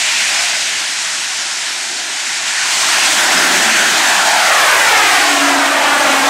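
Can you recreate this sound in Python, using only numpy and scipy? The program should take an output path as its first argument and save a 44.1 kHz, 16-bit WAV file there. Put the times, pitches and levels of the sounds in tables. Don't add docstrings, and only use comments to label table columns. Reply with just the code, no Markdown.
import sys
import numpy as np
from scipy import signal
from scipy.io import wavfile
from scipy.ndimage import uniform_filter1d

SR = 44100
rng = np.random.default_rng(int(sys.argv[2]) if len(sys.argv) > 2 else 0)


def wrap_up_sound(samples):
    columns = np.atleast_2d(samples).T
    tamed = np.clip(columns, -1, 1)
    steps = np.round(tamed * 32767).astype(np.int16)
    wavfile.write(sys.argv[1], SR, steps)


def gain_from_db(level_db):
    decades = np.asarray(level_db, float) / 20
    return 10 ** decades


N = 277389

# frequency in Hz, density in dB per Hz.
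FINE_EDDIES = [(15, -91), (25, -91), (96, -19), (184, -15), (351, -16.5), (473, -15), (619, -11.5),
               (728, -9), (1150, 2), (1510, 2.5), (2320, 1), (6640, 0.5), (8240, -2.5), (12700, -24),
               (15700, -89)]


def read(points, hz):
    f, value = np.transpose(points)
    return np.interp(np.log(hz + 1), np.log(f + 1), value)


def evened(x):
    return x / np.sqrt(np.mean(abs(x) ** 2) + 1e-20)


def layer(shape_db, hz, low_hz, high_hz):
    shape = gain_from_db(shape_db)
    return shape[:, None] / np.linalg.norm(shape[(hz > low_hz) & (hz < high_hz)], axis=0)


def hiss(hz, hiss_db):
    return layer(read(FINE_EDDIES, hz), hz, 3200, 9100) * gain_from_db(hiss_db)


def roar(hz, t, roar_db):
    # frequency in Hz, density in dB per Hz.
    big_eddies = [(35, -63), (60, -50), (164, -42), (297, -10.5), (478, -11), (650, -1), (783, 2.5),
                  (977, -1.5), (1660, 0), (3500, -10), (4550, -17), (7700, -120)]
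    octaves_down = 0.11 * np.clip(t - 5.1, 0, 1)
    shape = gain_from_db(read(big_eddies, hz[:, None] * 2 ** octaves_down))
    return shape / np.linalg.norm(shape[(hz > 500) & (hz < 1500)], axis=0) * gain_from_db(roar_db)


def rumble(hz, hiss_db, clear, lag_ms):
    # frequency in Hz, gain in dB.
    rumble_colour = [(25, -8), (80, -48), (150, 4), (230, 15), (350, 14), (600, 14), (1000, -54)]
    pad_db, clear_db = -36, 22.5
    rumble_hz, null_db = 234, -13
    rumble_db = hiss_db + pad_db + clear_db * clear
    rumble_db = rumble_db + null_db * np.sin(np.pi * rumble_hz * lag_ms / 1000) ** 2
    return layer(read(FINE_EDDIES, hz) + read(rumble_colour, hz), hz, 120, 260) * gain_from_db(rumble_db)


def sizzle(hz, plume_db):
    # frequency in Hz, density in dB per Hz.
    shock_fronts = [(4710, -65), (8000, -8), (14300, -16.5), (15700, -17.5)]
    level_db, at_plume_db, steepening = -49.5, -16, 3
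    form_db, fade = -18.3, 4.5
    sizzle_db = level_db + steepening * (plume_db - at_plume_db)
    sizzle_db = sizzle_db + fade * np.minimum(plume_db - form_db, 0)
    return layer(read(shock_fronts, hz), hz, 13100, 15400) * gain_from_db(sizzle_db)


def surges_db(hz, t):
    # time in seconds, half length in seconds, centre in Hz, height in dB.
    surges = [(.2, 0.51, 2400, 4.5), (0.52, .2, 690, 7.5), (1.82, 0.27, 370, 4.5), (2.353, .12, 2200, 3),
              (2.84, 0.37, 1100, 4.5), (2.8, .09, 1560, -4), (3.043, 0.091, 2300, 7), (2.6, 0.095, 1750, 5),
              (0.64, .12, 920, -7), (1.94, 0.11, 1100, -5), (3.055, 0.085, 1950, -6),
              (3.955, 0.12, 950, -4), (3.7, 0.12, 2050, 3), (3.66, 0.1, 220, 4), (4.9, .3, 140, -10),
              (4.333, 0.12, 790, 2.5), (4.66, .18, 1580, 2.5), (4.998, 0.18, 2100, 3),
              (5.753, .3, 2100, 1.5)]
    total_db = 0
    for s, half, f, db in surges:
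        over_pitch = np.exp(-(np.log2(hz / f + 1e-9) / 0.42) ** 2)
        over_time = np.exp(-((t - s) / half) ** 2)
        total_db = total_db + db * np.outer(over_pitch, over_time)
    return total_db


def ground_comb(hz, lag_ms, patches):
    # frequency in Hz, reflected share.
    mirror = [(200, .5), (800, 1.05), (1700, .95), (2500, .55), (3500, .25), (6000, .05)]
    # centre in Hz, width in Hz, depth in dB.
    grazing = [(499, 68, -9.5), (1200, 134, -6)]
    strength = np.interp(lag_ms, (.43, 1.15), (.15, .56))
    blur = np.interp(lag_ms, (1.3, 2.3), (1.4, 1))
    share = read(mirror, np.outer(hz, blur)) * strength
    echo = np.clip(share * (1 + .3 * patches[::-1]), 0, 1)
    delayed = echo * np.exp(-2j * np.pi * hz[:, None] * lag_ms / 1000)
    comb = (1 + delayed) / np.sqrt(1 + echo ** 2)
    dips_db = sum(db * np.exp(-((hz - f) / width) ** 2) for f, width, db in grazing)
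    return comb * gain_from_db(np.outer(dips_db, np.clip(1.5 - 0.85 * lag_ms, 0, 1)))


def plume():
    # time in seconds, hiss in dB, how far the camera lies in the plume's aft cone (0-1).
    flight = [(0, -16.5, 0), (.35, -16.5, 0), (.95, -19.5, 0), (1.7, -21, 0.1), (2.05, -22, 0.17),
              (2.5, -19, 0.03), (2.63, -18.5, 0.04), (2.72, -15, 0.06), (3.15, -13, 0.39), (3.4, -15, 0.67),
              (3.7, -14.5, 0.56), (4.0, -16, 0.71), (4.3, -15.5, 0.64), (4.65, -16.5, 0.83),
              (5.0, -16.5, .8), (5.35, -15.5, 0.68), (5.62, -21, 0.96), (6.29, -18.5, 0.87)]
    # time in seconds, lag in ms.
    echo_lag = [(2.85, .43), (3.2, .58), (3.88, .66), (4.08, 1.14), (4.33, 1.26), (5.1, 2.49), (5.5, 3.0),
                (5.9, 3.43), (6.29, 3.72)]
    hop = 512
    hz, t = np.fft.rfftfreq(4 * hop, 1 / SR), np.arange(N // hop + 5) * hop / SR
    s, *columns = np.transpose(flight)
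    hiss_db, aft = (np.interp(t, s, c) for c in columns)
    lag_ms = np.interp(t, *np.transpose(echo_lag))
    clear = np.clip(aft / .65, 0, 1)
    roar_db = hiss_db - 14 + 22 * aft
    plume_db = 10 * np.log10(gain_from_db(2 * hiss_db) + gain_from_db(2 * roar_db))

    power = hiss(hz, hiss_db) ** 2 + roar(hz, t, roar_db) ** 2
    power += rumble(hz, hiss_db, clear, lag_ms) ** 2
    power += sizzle(hz, plume_db) ** 2

    a, b, patches, gusts = rng.standard_normal((len(t), len(hz), 4)).T
    patches = evened(uniform_filter1d(uniform_filter1d(patches, size=40, axis=0), size=8, axis=1))
    gusts = evened(uniform_filter1d(gusts[0], size=3)) * np.clip(hz / 5000, 0, 1)[:, None]
    swing_db = surges_db(hz, t) + 0.77 * patches + 0.6 * gusts
    z = (a + 1j * b) * np.sqrt(power) * ground_comb(hz, lag_ms, patches) * gain_from_db(swing_db)
    return signal.istft(z, nperseg=4 * hop, noverlap=3 * hop)[1][:N] * 1.313


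def hum():
    # time in seconds, pitch in Hz, level in dB.
    chamber_mode = [
        (4.85, 314, -33),
        (5.2, 298, -35.5),
        (5.34, 286.3, -21.5),
        (5.55, 280.5, -18.5),
        (5.799, 282, -31),
        (5.97, 281.5, -22.5),
        (6.04, 290.5, -25),
        (6.1, 268.8, -19),
        (6.29, 280, -26),
    ]
    s, hz, db = np.transpose(chamber_mode)
    t = np.arange(N) / SR
    noise = rng.standard_normal((2, N))
    a, b = (evened(uniform_filter1d(uniform_filter1d(v, size=900), size=900)) for v in noise)
    turn = np.exp(2j * np.pi * np.cumsum(np.interp(t, s, hz)) / SR)
    fade = np.clip((t - s[0]) / 0.12, 0, 1)
    tone = evened((turn * (1 + 0.36 * (a + 1j * b))).real)
    return tone * gain_from_db(np.interp(t, s, db)) * fade


def thinned_spectrum(x):
    # time in seconds, low edge in Hz, high edge in Hz.
    split_bands = [(0.251, 9646, 10938), (0.39, 4220, 6890), (2.898, 8268, 9646), (3.014, 4134, 5254),
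                   (3.014, 6890, 8268), (3.154, 12489, 13695), (3.386, 4220, 5684), (3.386, 7579, 11025),
                   (3.618, 4220, 5254), (3.618, 7579, 8957), (3.78, 8268, 9646), (4.059, 10335, 11714),
                   (4.082, 4651, 6890), (4.641, 11111, 12316)]
    # frequency in Hz, level in dB.
    faint_lines = [(8000, -100), (11000, -79.5), (12800, -75), (13800, -71), (16000, -70)]
    # frequency in Hz, threshold in dB.
    masked_lines = [(3000, -70), (6000, -20), (10000, -10), (13000, -6), (14500, -1), (16000, 3)]
    size, lead = 2048, 196
    window = np.sqrt(signal.windows.hann(size, sym=False))
    hz, t, z = signal.stft(np.pad(x, (lead, 0)), SR, window, size, size // 2)
    band = np.arange(len(hz)) // 16
    band_rms = np.sqrt(uniform_filter1d(abs(z) ** 2, size=24, axis=0))
    relative = band_rms * gain_from_db(read(masked_lines, hz))[:, None]
    threshold = np.maximum(gain_from_db(read(faint_lines, hz))[:, None], relative)
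    threshold = threshold * gain_from_db(3.6 * rng.standard_normal((len(t), band[-1] + 1)).T[band])
    threshold = threshold * gain_from_db(1.6 * rng.standard_normal(len(t)))
    z = z * (abs(z) > threshold)

    filled = 0
    for s, low, high in split_bands:
        near = abs(t - lead / SR - s) < size / 4 / SR
        filled = filled + np.outer((hz > low) & (hz < high), near)
    scrambled = z * np.exp(2j * np.pi * rng.random(z.shape[::-1]).T)
    both = np.array([z, gain_from_db(-1.5) * filled * scrambled])
    mid, side = signal.istft(both, SR, window, size, size // 2)[1][:, lead:lead + N]
    return np.array([mid + side, mid - side])


def scene():
    return np.tile(plume() + hum(), (2, 1))


def band_limit(x):
    return signal.sosfilt(signal.butter(12, 15890, fs=SR, output="sos"), x)


def record(dry):
    ceiling = .73
    x = ceiling * np.tanh(gain_from_db(-1.0) * dry[0] / ceiling)
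    x = signal.lfilter(*signal.butter(1, 90, "high", fs=SR), x)
    x = signal.oaconvolve(x, signal.firwin(801, 15800, window=("kaiser", 10), fs=SR), "same")
    mix = thinned_spectrum(x)
    return band_limit(mix)


dry = scene()
out = record(dry)
wrap_up_sound(out)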